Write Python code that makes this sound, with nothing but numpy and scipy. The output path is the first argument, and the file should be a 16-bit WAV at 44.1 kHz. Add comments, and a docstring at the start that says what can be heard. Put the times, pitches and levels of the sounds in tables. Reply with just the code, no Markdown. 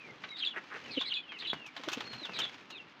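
"""A walled rooftop where pigeons scuffle, over a distant town hum of shaped noise, heard through a phone.
Noise bursts make wing slaps and rippling swishes; hiss and crackles make feather rustle and claw scrabble;
sagging low tones thump and short pushes knock. Chicks nearby give hoarse two-note peeps and thin falling
whistles, near sines roughened by a noisy flutter. The walls return echoes and a short tail."""
import sys
import numpy as np
from scipy import signal
from scipy.fft import rfft, irfft
from scipy.io import wavfile

SR = 44100
rng = np.random.default_rng(int(sys.argv[2]) if len(sys.argv) > 2 else 0)


def voltage_ratio(decibels):
    """Convert decibels (scalar or array-like) to amplitude ratios, 20 dB per decade."""
    exponent = np.asarray(decibels, float) / 20
    return 10 ** exponent


def unload_audio(sound):
    """Save the sound as a 16-bit wav file, at the path given as the first command line argument."""
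    columns = np.transpose(np.atleast_2d(sound))
    # keep every value between -1 and 1, then stretch to whole-number steps
    steps = np.round(np.clip(columns, -1, 1) * 32767)
    wavfile.write(sys.argv[1], SR, steps.astype(np.int16))


N = 132300
T = np.arange(N) / SR

# Spectrum of the town hum. Each row: frequency in Hz, relative density in dB.
TOWN_SPECTRUM = [(25, -36), (300, 2.5), (420, -13.5), (1000, -3), (3300, -8.5), (5200, -21.5),
                 (7500, -51.5), (16000, -64)]
# Spectrum of feather noise. Each row: frequency in Hz, relative density in dB.
FEATHER_SPECTRUM = [(300, -4.5), (900, 5.5), (2500, 9.5), (6500, -7.5), (8200, -25), (10500, -33.5),
                    (15800, -28)]
# Course of the feather rustle. Each row: time in seconds, level above 5500 Hz in dB.
RUSTLE_COURSE = [(0, -74.5), (0.678, -72.5), (0.818, -65.5), (1.0, -69.5), (1.202, -86), (1.422, -74.5),
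                 (1.721, -77.5), (1.89, -63.5), (2.03, -66.5), (2.202, -68.5), (2.421, -61.5),
                 (2.601, -73.5), (2.801, -79), (3.0, -80)]
# Falling whistles. Each row: start in seconds, length in seconds, start pitch in Hz, pitch fallen towards
# in Hz, level before any swell in dB, bend of the fall (no unit; higher falls later).
WHISTLES = [(-.02, 0.14, 2670, 2082, -55, 1.03), (0.312, 0.045, 2214, 2100, -52, 0.63),
            (.285, 0.082, 3930, 3650, -49, 2), (0.502, 0.036, 3204, 2760, -48, 1.23),
            (0.838, 0.12, 3175, 2234, -53.5, 0.81), (1.038, 0.058, 2380, 2024, -51.5, 1.38),
            (1.164, 0.043, 2564, 2450, -43.5, 1), (1.222, 0.16, 3190, 1994, -55.5, 1.12),
            (1.288, 0.093, 3260, 2553, -50.5, 2.4), (1.468, 0.055, 3950, 3780, -43.5, 1.45),
            (1.545, .15, 2920, 2320, -51.5, 2.44), (2.049, .22, 4288, 2810, -52, 10),
            (2.262, .075, 3123, 2750, -60.5, 1.3), (2.265, 0.105, 2720, 2250, -53.5, 3.2),
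            (2.709, 0.078, 4270, 3210, -63, 4), (2.713, 0.081, 3820, 2780, -54.5, 5.8),
            (2.708, 0.068, 2950, 2340, -53, 1.4), (2.784, 0.038, 2825, 2660, -53, 1.04)]
# Hard knocks of a wing joint or claw on the ground. Each row: start in seconds, push level in dB.
KNOCKS = [(.088, -38.5), (1.442, -38.5), (1.532, -18), (1.542, -35.5), (1.606, -37.5), (2.295, -26)]
# Wing slaps. Each row: start in seconds, treble level in dB, middle level in dB.
SLAPS = [(0.237, -69, -32), (1.0096, -44.5, -29.5), (1.3186, -78, -37.5), (1.384, -52, -58),
         (1.532, -50, -36), (1.662, -45.5, -44), (1.764, -46, -31), (1.834, -46, -35.5),
         (1.8846, -36, -26.5), (1.9165, -41, -42), (1.929, -33.5, -30), (1.976, -53, -39),
         (2.0041, -43.5, -30), (2.1296, -46.5, -35), (2.2504, -47, -35.5), (2.388, -30.5, -26),
         (2.7013, -46, -39.5)]
# Two-note peeps. Each row: start in seconds, first note level in dB, second note level in dB.
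PEEPS = [(0.363, -35.5, -35.5), (0.906, -38, -36.5), (1.053, -36.5, -35), (1.386, -38.5, -38),
         (2.332, -37, -36.5)]
# Shape of the first note of a peep. Each row: time after the peep's start in seconds, pitch in Hz,
# level relative to the note in dB, hoarseness from 0 to 1.
FIRST_NOTE = [(0, 4200, -10.5, 0.8), (.04, 3900, -6.5, 0.9), (.048, 3330, -9.5, 0.8),
              (.062, 3260, -1.5, .3), (.075, 2900, 3.5, 0.5), (.088, 2680, -9.5, 0.3)]
# Shape of the second note. Each row: time after the peep's start in seconds, pitch in Hz,
# level relative to the note in dB, hoarseness from 0 to 1.
SECOND_NOTE = [(.083, 4000, 1.5, .4), (.096, 3455, -2, 0.35), (0.116, 3400, 2, 0.36),
               (0.164, 3387, -21, 0.35)]
# Wing swishes. Each row: start in seconds, length in seconds, level in dB, centre in Hz.
SWISHES = [(0.528, 0.049, -47.5, 1320), (0.551, 0.047, -41, 1700), (0.697, 0.059, -45, 1405),
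           (0.73, 0.059, -44.5, 1616), (1.419, 0.023, -51.5, 2240), (2.367, 0.11, -49.5, 1744)]
# Hollow thumps of body and feet. Each row: start in seconds, level in dB, starting pitch in Hz.
THUMPS = [(0.967, -29.5, 311), (1.539, -54, 167), (1.79, -46, 306), (1.869, -36.5, 368), (1.914, -40, 382),
          (1.963, -39, 287), (2.092, -48.5, 273), (2.124, -48.5, 137), (2.212, -39, 361),
          (2.286, -46.5, 613.5)]
# Echoes off the walls. Each row: delay in seconds, level in dB.
WALL_ECHOES = [(.0047, -11.5), (.013, -12.5)]


def unit(x):
    """Scale to rms 1."""
    return x / np.sqrt(np.mean(x ** 2))


def band(x, lo_hz, hi_hz):
    """Butterworth band-pass, scaled to rms 1."""
    return unit(signal.sosfilt(signal.butter(2, [lo_hz, hi_hz], "band", fs=SR, output="sos"), x))


def high_pass(x, hz, order=2):
    """Butterworth bass cut."""
    return signal.sosfilt(signal.butter(order, hz, "high", fs=SR, output="sos"), x)


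def colour(x, table):
    """Filter a signal by a (Hz, dB) table, drawn straight over log frequency."""
    table_hz, db = np.array(table).T
    hz = np.arange(N // 2 + 1) * SR / N + 1
    return irfft(rfft(x) * voltage_ratio(np.interp(np.log(hz), np.log(table_hz), db)), N)


def walk(rate):
    """Smooth random wander, rms 1; a higher rate in Hz wanders faster."""
    k = max(int(SR / rate), 1)
    return unit(signal.fftconvolve(rng.standard_normal(N), np.hanning(2 * k), "same"))


def blow(t, rise, t60):
    """Envelope: quick rise, exponential fall of 60 dB in t60 seconds."""
    u = np.maximum(T - t, 0)
    return (1 - np.exp(-u / rise)) * np.exp(-np.log(1000) * u / t60)


def fade(t, length, edge):
    """Envelope: 1 inside the span, with soft ends."""
    return np.sin(np.pi / 2 * np.clip(np.minimum(T - t, t + length - T) / edge, 0, 1)) ** 2


def town():
    """Distant hum: shaped noise whose level barely wanders."""
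    level_db = -59 + 0.61 * walk(2.4)
    return voltage_ratio(level_db) * unit(colour(rng.standard_normal(N), TOWN_SPECTRUM))


def rustle():
    """Feather hiss, dense small claw and quill crackles, and a low buffeting that partly follows their level."""
    crackles_per_s, crackle_t60_s, crackle_over_hiss_db = 400, .012, -1
    s, db = np.array(RUSTLE_COURSE).T
    course_db = np.interp(T, s, db)
    hits = (rng.random(N) < crackles_per_s / SR) * rng.random(N)
    ringing = np.exp(-np.log(1000) / crackle_t60_s / SR)
    crackle = signal.lfilter([1], [1, -ringing], hits) * rng.standard_normal(N)
    hiss = rng.standard_normal(N)
    grains = colour(voltage_ratio(crackle_over_hiss_db) * unit(crackle) + hiss, FEATHER_SPECTRUM)
    treble = high_pass(grains, 5500, order=4)
    grains = grains / np.sqrt(np.mean(treble ** 2)) * voltage_ratio(course_db + 2.0 * walk(34))
    # buffeting sits around -66 dB when the rustle is at -79.5 dB, and gains 0.65 dB per rustle dB
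    buffet_db = -66 + 0.65 * (course_db + 79.5) + 3.2 * walk(14.0)
    return grains + band(rng.standard_normal(N), 125, 487) * voltage_ratio(buffet_db)


def syrinx(hz, env, hoarse, rasp, octave_db, half_db=-80):
    """A near sine with a weak octave and, when hoarse, a half pitch; hoarseness trades it for a noisy flutter."""
    phase = 2 * np.pi * np.cumsum(hz) / SR
    hoarse = np.clip(hoarse, 0, 1)
    flutter = np.sqrt(1 - hoarse) + np.sqrt(hoarse / 2) * rasp
    octave = voltage_ratio(octave_db) * np.exp(2j * phase)
    half = voltage_ratio(half_db) * hoarse ** 2 * np.exp(.5j * phase)
    return np.sqrt(2) * env * np.real(flutter * (np.exp(1j * phase) + octave + half))


def flutter_noise(hz):
    """Complex random wander that roughens both the level and the phase of a voice."""
    return walk(hz) + 1j * walk(hz)


def whistles():
    """Thin chick whistles: slightly hoarse tones gliding down, the late-falling ones swelling at the end."""
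    hoarse, octave_db, edge_s, swell = 0.3, -42, 0.006, 0.4
    rasp = flutter_noise(200)
    out = 0
    for t, length, hz0, hz1, db, bend in WHISTLES:
        u = np.clip((T - t) / length, 0, 1)
        growth = np.clip(1 + swell * (bend - 1) * u ** 6, 1, 3)
        env = voltage_ratio(db) * fade(t, length, edge_s) * growth
        # the glide ends 9 % of its span beyond the pitch it falls towards
        hz = hz0 + (hz1 - hz0) * (0.11 * u + 0.98 * u ** bend)
        own_rasp = np.roll(rasp, rng.integers(N))
        out = out + syrinx(hz, env, hoarse, own_rasp, octave_db)
    return out


def knocks():
    """Hard contact: one very short push each, with a thin tick of treble noise on top."""
    contact_s, tick_db = 0.00053, -29  # tick level is relative to the push
    push = -sum(voltage_ratio(db) * fade(t, contact_s, contact_s / 2) for t, db in KNOCKS)
    tick_env = sum(voltage_ratio(db + tick_db) * blow(t, 0.0019, 0.01) for t, db in KNOCKS)
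    tick = band(rng.standard_normal(N), 14000, 19845) * tick_env
    return high_pass(push, 130) + tick


def slaps():
    """Feather on feather: gritty noise bursts, each with its own share of treble and middle."""
    rise_s, t60_s, presence_db, grit_db = 0.0019, 0.06, 4.5, 2.5
    air = rng.standard_normal(N) * voltage_ratio(grit_db * walk(1200))
    feathers = colour(air, FEATHER_SPECTRUM)
    treble = band(feathers, 6000, 19845)
    presence = band(feathers, 2560, 4470)
    middle = band(feathers, 510, 3300)
    out = 0
    for t, treble_db, middle_db in SLAPS:
        between_db = (treble_db + middle_db) / 2 + presence_db
        burst = voltage_ratio(treble_db) * treble + voltage_ratio(between_db) * presence + voltage_ratio(middle_db) * middle
        out = out + blow(t, rise_s, t60_s) * burst
    return out


def peeps():
    """Hoarse chick peeps: two gliding notes whose pitch shakes and whose tone breaks up with hoarseness."""
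    octave_db, half_db, edge_s = -35, -12, 0.005
    rasp = flutter_noise(330) + 0.73 * flutter_noise(1500)  # slow rasp plus finer grit
    wobble = .045 * walk(90)  # share of the pitch at full hoarseness
    out = 0
    for t, *note_dbs in PEEPS:
        for note, db in zip((FIRST_NOTE, SECOND_NOTE), note_dbs):
            s, note_hz, note_level, note_hoarse = np.array(note).T
            hz, level, hoarse = (np.interp(T - t, s, v) for v in (note_hz, note_level, note_hoarse))
            env = voltage_ratio(db + level) * fade(t + s[0], s[-1] - s[0], edge_s)
            out = out + syrinx(hz * (1 + wobble * hoarse), env, hoarse, rasp, octave_db, half_db)
    return out


def swishes():
    """Air pushed past the flight feathers; the quills ripple past one after another."""
    quills_per_s, edge_share, width = 215, .4, 0.65  # width is a share of the centre frequency
    top_db, low_db = -11, -6
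    air = rng.standard_normal(N) * voltage_ratio(2.4 * walk(100))
    feathers = colour(air, FEATHER_SPECTRUM)
    ripple = (.5 + .5 * np.sin(2 * np.pi * quills_per_s * T + 3.14 * walk(48))) ** 2
    top = voltage_ratio(top_db) * ripple * band(feathers, 1900, 9900)
    low = voltage_ratio(low_db) * band(air, 280, 1300)
    out = 0
    for t, length, db, hz in SWISHES:
        core = (.5 + 1.53 * ripple) * band(feathers, hz * (1 - width / 2), hz * (1 + width / 2))
        out = out + voltage_ratio(db) * fade(t, length, edge_share * length) * (core + top + low)
    return out


def thumps():
    """A soft push swells and dies in a hollow body: a sagging low tone, and an overtone that peaks later."""
    cycles, sag = 3.36, 0.087  # cycles to the peak before sag; share of pitch lost per such span
    over_ratio, over_db = 1.85, -6.5
    out = 0
    for t, db, hz in THUMPS:
        u = np.maximum(T - t, 0) * hz / cycles  # swell peaks at 1
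        phase = 2 * np.pi * cycles * (u - sag * np.minimum(u, 3) ** 2 / 2)
        swell = u ** 2 * np.exp(1 - u ** 2)
        overtone = voltage_ratio(over_db) * u * np.sin(over_ratio * phase)
        out = out + voltage_ratio(db) * swell * (np.sin(phase) + overtone)
    return out * voltage_ratio(3.5 * walk(250))  # level flutters


def yard(x):
    """Walls return a few echoes and a short dull tail of decaying noise."""
    t60_s, tail_db = 0.21, -19.5
    t = T[:SR // 2]
    dull_noise = signal.lfilter([.4], [1, -.6], rng.standard_normal(len(t)))
    tail = dull_noise * np.exp(-np.log(1000) * t / t60_s) * (t > .008)
    response = voltage_ratio(tail_db) * tail / np.sqrt(np.sum(tail ** 2))
    for lag, db in ((0, 0), *WALL_ECHOES):  # direct sound first
        response[int(lag * SR)] += voltage_ratio(db)
    return signal.fftconvolve(x, response)[:N]


def scene():
    """Voices, wings and knocks ring between the walls; thumps, rustle and town stay dry."""
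    echoing = whistles() + knocks() + slaps() + peeps() + swishes()
    return (yard(echoing) + town() + rustle() + thumps())[None]


def low_pass(x):
    """Removes everything above the highest recorded frequency."""
    return signal.sosfilt(signal.butter(12, 16170, fs=SR, output="sos"), x)


def record(dry):
    """The phone cuts the bass below 64 Hz and the top near 16.6 kHz."""
    mix = high_pass(dry, 64)
    mix = signal.sosfilt(signal.cheby2(10, 60, 16600, fs=SR, output="sos"), mix)
    return low_pass(mix)


dry = scene()
out = record(dry)
unload_audio(out)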